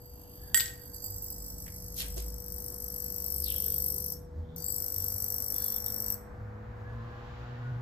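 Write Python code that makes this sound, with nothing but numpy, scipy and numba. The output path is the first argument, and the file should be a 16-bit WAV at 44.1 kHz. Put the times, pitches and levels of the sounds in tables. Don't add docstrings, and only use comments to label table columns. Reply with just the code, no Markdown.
import sys
import numpy as np
from scipy import signal
from scipy.fft import rfft, irfft, next_fast_len
from scipy.io import wavfile
from scipy.ndimage import uniform_filter1d
from numba import njit

SR = 44100
rng = np.random.default_rng(int(sys.argv[2]) if len(sys.argv) > 2 else 0)


def file_out(sig):
    cols = np.atleast_2d(sig).T
    lim = np.clip(cols, -1, 1)
    pcm = np.round(lim * 32767).astype(np.int16)
    wavfile.write(sys.argv[1], SR, pcm)


N = 344421
TIME = np.arange(N) / SR
MAINS_HZ = 50

# on in s, off in s, strike moment within the mains cycle in s,
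# burst length to 1/e^2 of its amplitude in s, snap in dB, first sizzle in dB, settled sizzle in dB,
# settling time in s, settled lower ring in dB. Levels precede the gains in lamp() and strikes().
ARC_STAGES = [(0, 0.936, 0.013, 0.02, 5, -59.5, -57, 0.38, -59),
              (0.943, 2.308, 0.0006, 0.01, 19.5, -49.5, -54, 3.4, -54.5),
              (2.322, 4.141, 0.0006, 0.005, 19, -51, -38.5, 1.31, -45.5),
              (4.558, 6.142, 0.001, 0.0038, 17.5, -49.5, -40.5, 0.26, -46)]
# first heat (ratio), final heat (ratio), time constant in s, delay in s.
GAS_WARMING = [(.84, .848, .5, 0), (.856, .98, .34, .05), (.977, .988, .8, 0), (.78, 1.003, .112, 0)]
# centre in s, half length in s, extra sizzle in dB, extra lower ring in dB.
ARC_FLARES = [(0.942, 0.0077, 9.5, 11.5), (0.995, 0.015, -7, -17), (1.055, 0.019, 8, 10),
              (1.11, 0.007, 13.5, -6), (1.164, 0.0062, 5.5, -9), (1.231, 0.018, 12.5, 4),
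              (1.305, 0.0044, 9, 5), (1.328, 0.0055, 4.5, 12), (1.41, 0.033, 2, 7), (1.5, 0.009, 1.5, 1),
              (2.336, 0.036, -4, -3), (2.864, 0.0049, -4.5, -3), (3.377, 0.035, 0, 1),
              (3.74, 0.15, 1.5, 1.5), (3.863, 0.0041, 3.5, 1), (4.087, 0.098, -5, -6.5),
              (4.687, 0.059, 2.5, 12.5), (4.78, 0.024, 0.5, 5.5), (5.34, 0.038, 0.5, -2),
              (5.635, 0.095, 3, 2.5), (5.763, 0.0046, 5, 5), (5.83, 0.14, -2.5, -5.5),
              (5.861, 0.0068, 4.5, 9), (6.101, 0.0044, 6, -2)]
# centre in Hz, width in Hz, gain over the bare arc in dB.
GAS_MODES = [(5574, 76, 16), (8332, 94, 14.5), (10850, 110, 9), (11710, 135, 9.5), (15400, 180, 10)]
# centre in Hz, width in Hz, gain in dB.
GLASS_MODES = [(4500, 430, -23), (5660, 510, -17.5), (6290, 320, -14), (6640, 190, -12), (7770, 85, 3),
               (8257, 85, -12.5), (10020, 49, -7), (10740, 1100, -25.5), (11210, 88, -14.5),
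               (12840, 119, 11), (12840, 235, -4), (13300, 100, -5), (14050, 195, 3)]
# time in s, left minus right in dB before each band's share.
LAMP_BEARING = [(0.3, -3.5), (1.0, -10.5), (1.7, -1.5), (2.5, 18.5), (3.8, 18.5), (6.1, 18)]
# frequency in Hz, t60 in s.
TERRACE_T60 = [(300, 0.25), (1500, 0.51), (4000, 0.31), (8000, 0.37), (14000, 0.22)]
# time in s, mean level in dB rms.
MOTOR_LEVEL = [(0, -58.5), (0.6, -57), (1.6, -59.5), (2.3, -54.5), (3.2, -53), (5, -54), (7.8, -55.5)]
# frequency in Hz, gain in dB.
RUMBLE_SPECTRUM = [(20, -12), (32, -23.5), (42, 0.5), (55, 5.5), (75, 4), (110, -0.5), (160, -8.5),
                   (260, -27), (600, -80.5)]
TRAFFIC_SPECTRUM = [(60, 4.5), (130, 5), (290, 5.5), (400, -1), (600, -3), (850, -5), (1200, -16),
                    (2500, -33), (4500, -27), (7500, -33), (9000, -42), (13000, -34)]
TYRE_SPECTRUM = [(300, 2.5), (700, 9.5), (1050, 7.5), (1700, 4.5), (2500, -9), (4000, -67), (7000, -26),
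                 (10000, -51), (15000, -24.5)]
HISS_SPECTRUM = [(500, -25.5), (1500, 1.5), (2800, 9), (4200, 3), (7500, -10.5), (8500, -41)]
# peak in s, rise in s, fall in s, level in dB, centre in Hz,
# width of each of two filter passes in Hz, glide in octaves per s, left minus right in dB.
SCUFF_STROKES = [(0.379, 0.29, 1, -72, 3160, 900, 1, -1.5),
                 (0.502, 0.095, 0.34, -64, 1660, 200, -0.5, -4.5),
                 (1.665, 0.0021, .005, -50.5, 2040, 1170, -3, -4),
                 (1.681, 0.0016, 0.0065, -48.5, 2080, 1180, -21, -1),
                 (2.008, 0.034, 0.025, -36.5, 4130, 5400, -10, 0),
                 (2.006, 0.055, 0.044, -40, 12400, 7040, -5, 2),
                 (2.177, 0.0096, 0.022, -39, 7400, 12000, -12, -2),
                 (2.174, 0.0051, 0.0098, -42, 420, 380, -10, 1),
                 (3.441, 0.015, 0.018, -47.5, 4850, 900, -3, 7),
                 (3.47, 0.02, 0.018, -43, 3940, 900, -10, 4.5),
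                 (3.51, 0.026, .02, -47.5, 3100, 700, -2, -0.5),
                 (3.52, 0.057, .12, -54.5, 4000, 2000, -0.5, 2),
                 (3.565, 0.021, 0.019, -48, 3240, 400, -1.5, -1),
                 (3.64, 0.045, 0.071, -58.5, 3150, 650, 2.5, -2.5),
                 (3.744, 0.045, 0.025, -62.5, 3280, 500, 1.8, -5.5),
                 (3.548, 0.0055, 0.0055, -57.5, 1530, 600, 5, -6),
                 (3.67, 0.011, 0.027, -63, 1600, 300, 3, -3),
                 (4.511, 0.076, 0.23, -72.5, 3500, 694, 1, -4.5),
                 (3.56, 0.055, 0.083, -58.5, 530, 90, 0, 7.5),
                 (3.702, 0.061, 0.059, -54.5, 438, 39.9, 0.5, -1),
                 (3.879, 0.039, 0.11, -55.5, 351, 35, 3, 4)]
# frequency in Hz, level in dB before the blow's tilt, t60 in s.
METAL_MODES = [(1560, -27, 0.21), (1858, -25, 0.24), (1880, -8, 0.08), (2010, -28, 0.12),
               (3300, -25.5, 0.15), (4690, -20, .1), (7715, -8, 0.11), (7790, -10, 0.15), (7600, -4, .03),
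               (10130, -18, 0.2), (11480, -11, .05), (12950, -13, 0.08), (13740, -6, 0.055),
               (14080, -18, 0.15)]
# start in s, crack in dB, ring in dB, brightness of the ring in dB per octave,
# damping of the earlier ring in dB (negative lifts it), click centre in Hz, left minus right in dB.
METAL_BLOWS = [(0.5444, -10, -11.5, 1, 0, 3770, -6.5), (0.5634, -24, -30, 3, -6, 11500, 7),
               (0.5742, -8.5, -21, -1, 11, 13100, 7), (0.5982, -19.5, -28, 8, -3, 3770, 7.5),
               (0.605, -18, -21.5, 3.5, -2.5, 3480, 4), (0.6575, -25.5, -37, -.5, 6, 4500, 4),
               (0.6792, -31, -48, -5, 7, 4930, 4)]
# frequency in Hz, gain in dB.
CRACK_SPECTRUM = [(300, -22.5), (900, -13), (1500, 1.5), (3300, -8), (5500, 7), (9000, 10), (13000, 5.5),
                  (15500, -17.5)]
# time in s, mean firing rate in Hz.
ENGINE_RATE = [(1.3, 48), (2.1, 51.82), (3.1, 64.46), (3.85, 70.3), (4.45, 79.54), (5, 95), (5.75, 105.7),
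               (6.5, 105.6), (6.9, 112.5), (7.33, 118), (7.8, 122.8)]
# multiple of the firing rate (ratio), mean level re the second order in dB.
HIGHER_ORDERS = [(3, -7.5), (4, -11), (5, -10.5), (6, -11)]
# multiple of the firing rate (ratio), mean level re the tyre hiss in dB.
WHINE_ORDERS = [(7, -2.5), (8, -7), (9, -6.5), (10, -3.5), (11, -6.5), (12, -9), (13, -8.5), (14, -8.5),
                (15, -4.5), (16, -10)]
# centre in s, half length in s, multiple of the firing rate (ratio), extra level in dB.
ORDER_BOOMS = [(1.448, 0.15, 1, 6), (2.2, 0.26, 1, 7.5), (3.042, 0.4, 1, 6.5), (3.741, 0.44, 1, 9),
               (3.806, 0.33, 2, 9.5), (4.395, 0.046, 1, 12.5), (4.569, 0.093, 2, 14.5), (5.136, 0.23, 1, 7),
               (6.013, 0.3, 2, 6.5), (6.699, 0.14, 2, 8), (6.996, 0.12, 1, 11), (7.707, 0.57, 1, 12),
               (6.88, 0.13, 15, 16), (7.032, 0.14, 9, 16.5), (7.148, 0.1, 14, 12), (7.325, 0.062, 9, 7.5),
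               (7.704, .12, 12, 19)]
# on in s, off in s, level in dB before flicker, centre in Hz, width of each of two filter passes in Hz.
LOW_BUZZ_SPELLS = [(4.563, 4.61, -54.5, 5900, 900), (4.95, 5.05, -75, 3580, 596),
                   (5.538, 5.783, -65, 3520, 197), (5.58, 5.65, -64.5, 1610, 178),
                   (5.59, 5.74, -61, 4320, 500), (5.764, 5.762, -52.5, 3650, 700),
                   (5.859, 5.912, -63, 3660, 550), (6.097, 6.105, -62.5, 3700, 350),
                   (6.1, 6.11, -62, 2720, 300)]

RING_FOLLOW = 0.69
TURBULENCE = 0.005
STRIKE_SCATTER_DB, WEAK_SCATTER_DB = 1, 1
FULL_POWER_DB, POWER_RANGE_DB = -34.5, 9.5
LOUD_MODE_HZ, LOUD_MODE_WIDTH_HZ, WEAK_LOSS = 12950, 330, 0.74
WARM_HEAT, COLD_SPAN = 0.87, 0.036
COLD_RING_DB, COLD_BUZZ_DB = -8, -7
SOCKET_HZ, SOCKET_WIDTH_HZ, SOCKET_DB = 4712, 90, -18.5
SWELL_HZ, SWELL_WIDTH_HZ, SWELL_DB = 4820, 200, 12
MOTOR_HZ = 487.7
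DRONE_HZ, DRONE_DB, DRONE_RISE_HZ_PER_S = 173.9, -57.5, 3.3
DRONE_ON_S, DRONE_OFF_S, DRONE_FADE_S = 0.98, 4.66, 0.63
CLOSEST_S, PASSING_S, IN_VIEW_S = 7.38, 0.87, 0.41
TYRE_DB, RUMBLE_DB, TRAFFIC_DB, HISS_DB = -52.5, -49, -56, -61.5
ENGINE_ON_S, ENGINE_RISE_S = 0.76, 0.35
FIRST_DB, SECOND_DB = -53, -60
TOP_HZ = 14450


def undb(db):
    return 10 ** (np.asarray(db) / 20)


def unit(x):
    return x / np.sqrt(np.mean(x ** 2) + 1e-20)


def curves(rows):
    times_s, *columns = np.transpose(rows)
    return [np.interp(TIME, times_s, column) for column in columns]


def at_hz(points, hz):
    points_hz, values = np.transpose(points)
    return np.interp(np.log(hz + 1), np.log(points_hz), values)


def wander(rate_hz):
    knots = rng.standard_normal(400)
    return np.interp(TIME * rate_hz, np.arange(len(knots)), knots)


def bump(centre_s, half_s):
    return np.exp(-((TIME - centre_s) / half_s) ** 2)


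def ramp(start_s, length_s):
    return np.clip((TIME - start_s) / length_s, 0, 1)


def pan(db):
    return undb(np.array([[.5], [-.5]]) * db)


def ports(x, lag_samples=4):
    late = np.concatenate([np.zeros(lag_samples), x[:-lag_samples]])
    return np.array([x, late])


def stereo_noise(likeness):
    shared = np.sqrt(likeness) * rng.standard_normal(N)
    return shared + np.sqrt(1 - likeness) * rng.standard_normal((2, N))


def colour(x, spectrum):
    size = x.shape[-1]
    padded = next_fast_len(size)
    gains = undb(at_hz(spectrum, np.fft.rfftfreq(padded, 1 / SR)))
    return irfft(rfft(x, padded) * gains, padded)[..., :size]


def band(x, low_hz, high_hz, order=4):
    sos = signal.butter(order, [low_hz, high_hz], "band", fs=SR, output="sos")
    return signal.sosfilt(sos, x)


@njit
def svf(x, g, k):
    y, b, l = np.empty(len(x)), 0., 0.
    for i in range(len(x)):
        v = (b + g[i] * (x[i] + 1e-18 - l)) / (1 + g[i] * (g[i] + k[i]))
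        b, l, y[i] = 2 * v - b, l + 2 * g[i] * v, k[i] * v
    return y


def resonance(x, hz, width_hz):
    angle = np.pi * np.minimum(hz, .45 * SR) / SR
    damping = 2 * np.pi * width_hz / SR / np.sin(2 * angle)
    ones = np.ones(len(x))
    return svf(x, np.tan(angle) * ones, damping * ones)


def terrace(x):
    t = TIME[:SR // 2]
    hz, s, cells = signal.stft(rng.standard_normal((2, len(t))), SR, nperseg=128)
    decay_db = -60 * s / at_hz(TERRACE_T60, hz)[:, None]
    tail = signal.istft(cells * undb(decay_db), SR)[1][:, :len(t)]
    tail = tail * (1 - np.exp(-t / .002)) * (1 + 1.5 * np.exp(-t / .007))
    return signal.fftconvolve(x[None], unit(tail) / np.sqrt(len(t)), axes=1)[:, :N]


def weakness(sizzle_db):
    return np.clip((FULL_POWER_DB - sizzle_db) / POWER_RANGE_DB, 0, 1)


def arc_state():
    heat, sizzle_db, ring_db = np.zeros((3, N))
    for stage, (cold, hot, warm_s, delay_s) in zip(ARC_STAGES, GAS_WARMING):
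        on_s, _, _, _, _, first_db, last_db, settle_s, lower_db = stage
        live = TIME >= on_s
        unsettled_db = (first_db - last_db) * (1 - ramp(on_s, settle_s)[live])
        heat[live] = hot + (cold - hot) * np.exp(np.minimum(on_s + delay_s - TIME[live], 0) / warm_s)
        sizzle_db[live] = last_db + unsettled_db
        ring_db[live] = lower_db + RING_FOLLOW * unsettled_db
    coldness = (heat.max() - heat) / np.ptp(heat)
    heat = heat * (1 + TURBULENCE * coldness * wander(MAINS_HZ))
    flicker_db = (STRIKE_SCATTER_DB + WEAK_SCATTER_DB * weakness(sizzle_db)) * wander(MAINS_HZ)
    buzz_db = ring_db + RING_FOLLOW * flicker_db
    for centre_s, half_s, high_db, low_db in ARC_FLARES:
        sizzle_db += high_db * bump(centre_s, half_s)
        ring_db += low_db * bump(centre_s, half_s)
    return np.maximum(heat, .5), sizzle_db + flicker_db, ring_db + RING_FOLLOW * flicker_db, buzz_db


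def strikes(back_db, glow_db, fresh, snap_db=0, snap_lag_s=.0013, rise_s=.0006, slip_s=.00002):
    size = SR // MAINS_HZ
    cycles = N // size + 1
    pattern = unit(uniform_filter1d(rng.standard_normal((cycles, size)), axis=0, size=13))
    shifts = np.round(np.cumsum(rng.standard_normal(cycles)) * slip_s * SR).astype(int)
    pattern = np.array([np.roll(p, k) for p, k in zip(pattern, shifts)])
    grain = pattern + fresh * rng.standard_normal((cycles, size))
    gate, snaps = np.zeros((2, N))
    for on_s, off_s, moment_s, burst_s, strike_db, *_ in ARC_STAGES:
        live = (TIME >= on_s) & (TIME < off_s)
        gate[live] += undb(glow_db)
        for lag_s, db in ((0, 0), (.5 / MAINS_HZ, back_db)):
            age_s = (TIME[live] - moment_s - lag_s) % (1 / MAINS_HZ)
            attack = 1 - np.exp(-(age_s / rise_s) ** 2)
            gate[live] += undb(db) * attack * np.exp(-2 * age_s / burst_s)
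        at = np.arange(cycles) * size + shifts + int((moment_s + snap_lag_s) * SR)
        snaps[at[(at >= on_s * SR) & (at < off_s * SR)]] = undb(strike_db + snap_db)
    return grain.ravel()[:N] * gate + snaps


def bulb(arc, heat):
    gas = arc + sum(undb(db) * resonance(arc, hz * heat, width_hz) for hz, width_hz, db in GAS_MODES)
    glass = 0
    for k, (hz, width_hz, db) in enumerate(GLASS_MODES):
        glass = glass + (-1) ** k * undb(db) * resonance(gas, hz, width_hz)
    return glass


def steady(x):
    size = SR // MAINS_HZ
    power = uniform_filter1d(uniform_filter1d(x ** 2, size), 2 * size)
    return x / np.sqrt(np.abs(power) + 0.024 * np.mean(x ** 2))


def lamp(sizzle_db=2, ring_db=-2.0, buzz_db=-3,
         room_db=0.5, ring_room_db=-7.5, buzz_room_db=-8, socket_room_db=-6):
    heat, level_db, lower_db, base_db = arc_state()
    pan_db, = curves(LAMP_BEARING)
    cold = np.clip((WARM_HEAT - heat) / COLD_SPAN, 0, 1)
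    arc = strikes(back_db=-24, glow_db=-30, fresh=.45)
    even = strikes(back_db=-9, glow_db=-18, fresh=.7, snap_db=-4)
    glass = bulb(arc, heat)
    loud_mode = resonance(glass, LOUD_MODE_HZ, LOUD_MODE_WIDTH_HZ)
    top = glass - WEAK_LOSS * weakness(level_db) * loud_mode

    sizzle = undb(level_db) * steady(band(top, 9500, 15000))
    ring = undb(lower_db + COLD_RING_DB * cold) * steady(band(glass, 7420, 8940))
    buzz = undb(base_db + COLD_BUZZ_DB * cold) * steady(band(bulb(even, heat), 4200, 6580))
    swell = np.exp(-((GAS_MODES[0][0] * heat - SWELL_HZ) / SWELL_WIDTH_HZ) ** 2)
    thin = resonance(resonance(even, SOCKET_HZ, SOCKET_WIDTH_HZ), SOCKET_HZ, SOCKET_WIDTH_HZ)
    socket = undb(lower_db + SOCKET_DB + SWELL_DB * swell) * steady(thin)

    direct = undb(sizzle_db) * ports(sizzle) * pan(0.67 * pan_db)
    direct += undb(ring_db) * ports(ring) * pan(0.54 * pan_db)
    direct += (undb(buzz_db) * ports(buzz) + ports(socket, lag_samples=2)) * pan(0.41 * pan_db)
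    sent = undb(room_db) * sizzle + undb(ring_room_db) * ring
    sent += undb(buzz_room_db) * buzz + undb(socket_room_db) * socket
    return direct + terrace(sent)


def hum():
    port_phase = np.array([[0], [1.0]])
    tone = np.sin(2 * np.pi * MOTOR_HZ * TIME + port_phase + 0.055 * wander(3.07))
    tone = tone * undb(curves(MOTOR_LEVEL)[0] + .7 * wander(3))
    hz = DRONE_HZ + DRONE_RISE_HZ_PER_S * (TIME - DRONE_ON_S)
    swell = ramp(DRONE_ON_S, DRONE_FADE_S) * ramp(DRONE_OFF_S, -DRONE_FADE_S)
    drone = np.sin(2 * np.pi * np.cumsum(hz) / SR + 0.88 * wander(6))
    drone = drone * undb(DRONE_DB + 1.06 * wander(1.4)) * swell
    return np.sqrt(2) * (tone * pan(1.0) + drone)


def hiss_level():
    return HISS_DB - 20 * np.log10(1 + ((TIME - CLOSEST_S) / IN_VIEW_S) ** 2)


def street():
    distance = np.hypot(1, (TIME - CLOSEST_S) / PASSING_S)
    rumble = unit(colour(stereo_noise(1.0), RUMBLE_SPECTRUM)) * undb(RUMBLE_DB + 2.3 * wander(17)) * pan(2.2)
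    traffic = unit(colour(stereo_noise(0.74), TRAFFIC_SPECTRUM))
    traffic = traffic * undb(TRAFFIC_DB + 1.5 * wander(15)) * pan(1.3)
    tyres = unit(colour(stereo_noise(0.037), TYRE_SPECTRUM)) * undb(TYRE_DB + 1.8 * wander(1.0)) / distance
    hiss = unit(colour(stereo_noise(0.11), HISS_SPECTRUM)) * undb(hiss_level())
    return rumble + traffic + tyres + hiss


def scuffs(grit_db=4.0, room_db=-6):
    out = np.zeros((2, N))
    t = TIME[:SR] - .5
    for peak_s, rise_s, fall_s, db, hz, width_hz, glide, pan_db in SCUFF_STROKES:
        centre_hz = hz * 2 ** (glide * np.clip(t, -.1, .1))
        uneven_db = grit_db * np.repeat(rng.standard_normal(SR // 90), 90)
        grains = rng.standard_normal((2, SR)) * undb(uneven_db)
        rub = [resonance(resonance(g, centre_hz, width_hz), centre_hz, width_hz) for g in grains]
        swell = np.exp(-(np.minimum(t, 0) / rise_s) ** 2 - np.maximum(t, 0) / fall_s)
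        at = (int((peak_s - .5) * SR) + np.arange(SR)) % N
        out[:, at] += undb(db) * pan(pan_db) * swell * unit(np.array(rub))
    return out + undb(room_db) * terrace(out[0])


def crack(decay_s=0.0015, click_db=3, click_width_hz=1800, attack_s=0.00048, room_db=-5):
    t = TIME[:SR // 2]
    out = np.zeros((2, N))
    for start_s, crack_db, ring_db, bright, _, click_hz, pan_db in METAL_BLOWS:
        ring = 0
        for (hz, db, t60_s), turn in zip(METAL_MODES, rng.random(len(METAL_MODES))):
            tilt_db = bright * np.log2(hz / 7750)
            ring = ring + undb(db + tilt_db - 60 * t / t60_s) * np.sin(2 * np.pi * (hz * t + turn))
        damped_db = sum(loss_db * (start_s + t > later_s)
                        for later_s, _, _, _, loss_db, *_ in METAL_BLOWS if later_s > start_s)
        grit = rng.standard_normal(len(t))
        click = undb(click_db) * unit(resonance(grit, click_hz, click_width_hz))
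        snap = unit(unit(colour(grit, CRACK_SPECTRUM)) + click) * np.exp(-t / decay_s)
        blow = undb(ring_db - damped_db) * ring + undb(crack_db) * snap
        blow = blow * (1 - np.exp(-t / attack_s))
        start = int(start_s * SR)
        out[:, start:start + len(t)] += pan(pan_db) * ports(blow, lag_samples=2)
    return out + undb(room_db) * terrace(out[0])


def vehicle(waver_db=4.0, whine_waver_db=5.0, jitter=0.00622, smear_rad=0.087):
    hz, = curves(ENGINE_RATE)
    near_db = hiss_level()
    phase = 2 * np.pi * np.cumsum(hz * (1 + jitter * wander(14))) / SR
    orders = [(1, FIRST_DB), (2, SECOND_DB)] + [(k, SECOND_DB + db) for k, db in HIGHER_ORDERS]
    orders = [(k, db + waver_db * wander(7)) for k, db in orders]
    orders += [(k, near_db + db + whine_waver_db * wander(18)) for k, db in WHINE_ORDERS]
    out = 0
    for k, db in orders:
        boom_db = sum(extra_db * bump(centre_s, half_s)
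                      for centre_s, half_s, multiple, extra_db in ORDER_BOOMS if multiple == k)
        port_phase = np.array([[0], [.12]]) * k
        drift = 0.51 * wander(29) + smear_rad * k * wander(45)
        out = out + undb(db + boom_db) * np.sin(k * phase + port_phase + drift)
    return np.sqrt(2) * out * ramp(ENGINE_ON_S, ENGINE_RISE_S)


def low_buzz(flicker_db=2.5, room_db=-7):
    out = 0
    for on_s, off_s, db, hz, width_hz in LOW_BUZZ_SPELLS:
        noise = unit(resonance(resonance(rng.standard_normal(N), hz, width_hz), hz, width_hz))
        out = out + undb(db) * noise * ramp(on_s, 0.0019) * ramp(off_s, -.002)
    out = out * undb(flicker_db * wander(MAINS_HZ))
    return ports(out, lag_samples=2) + undb(room_db) * terrace(out)


def scene():
    return lamp() + hum() + street() + scuffs() + crack() + vehicle() + low_buzz()


def record(dry):
    low_pass = signal.ellip(7, .2, 70, TOP_HZ, fs=SR, output="sos")
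    return signal.sosfilt(low_pass, np.tanh(dry))


dry = scene()
out = record(dry)
file_out(out)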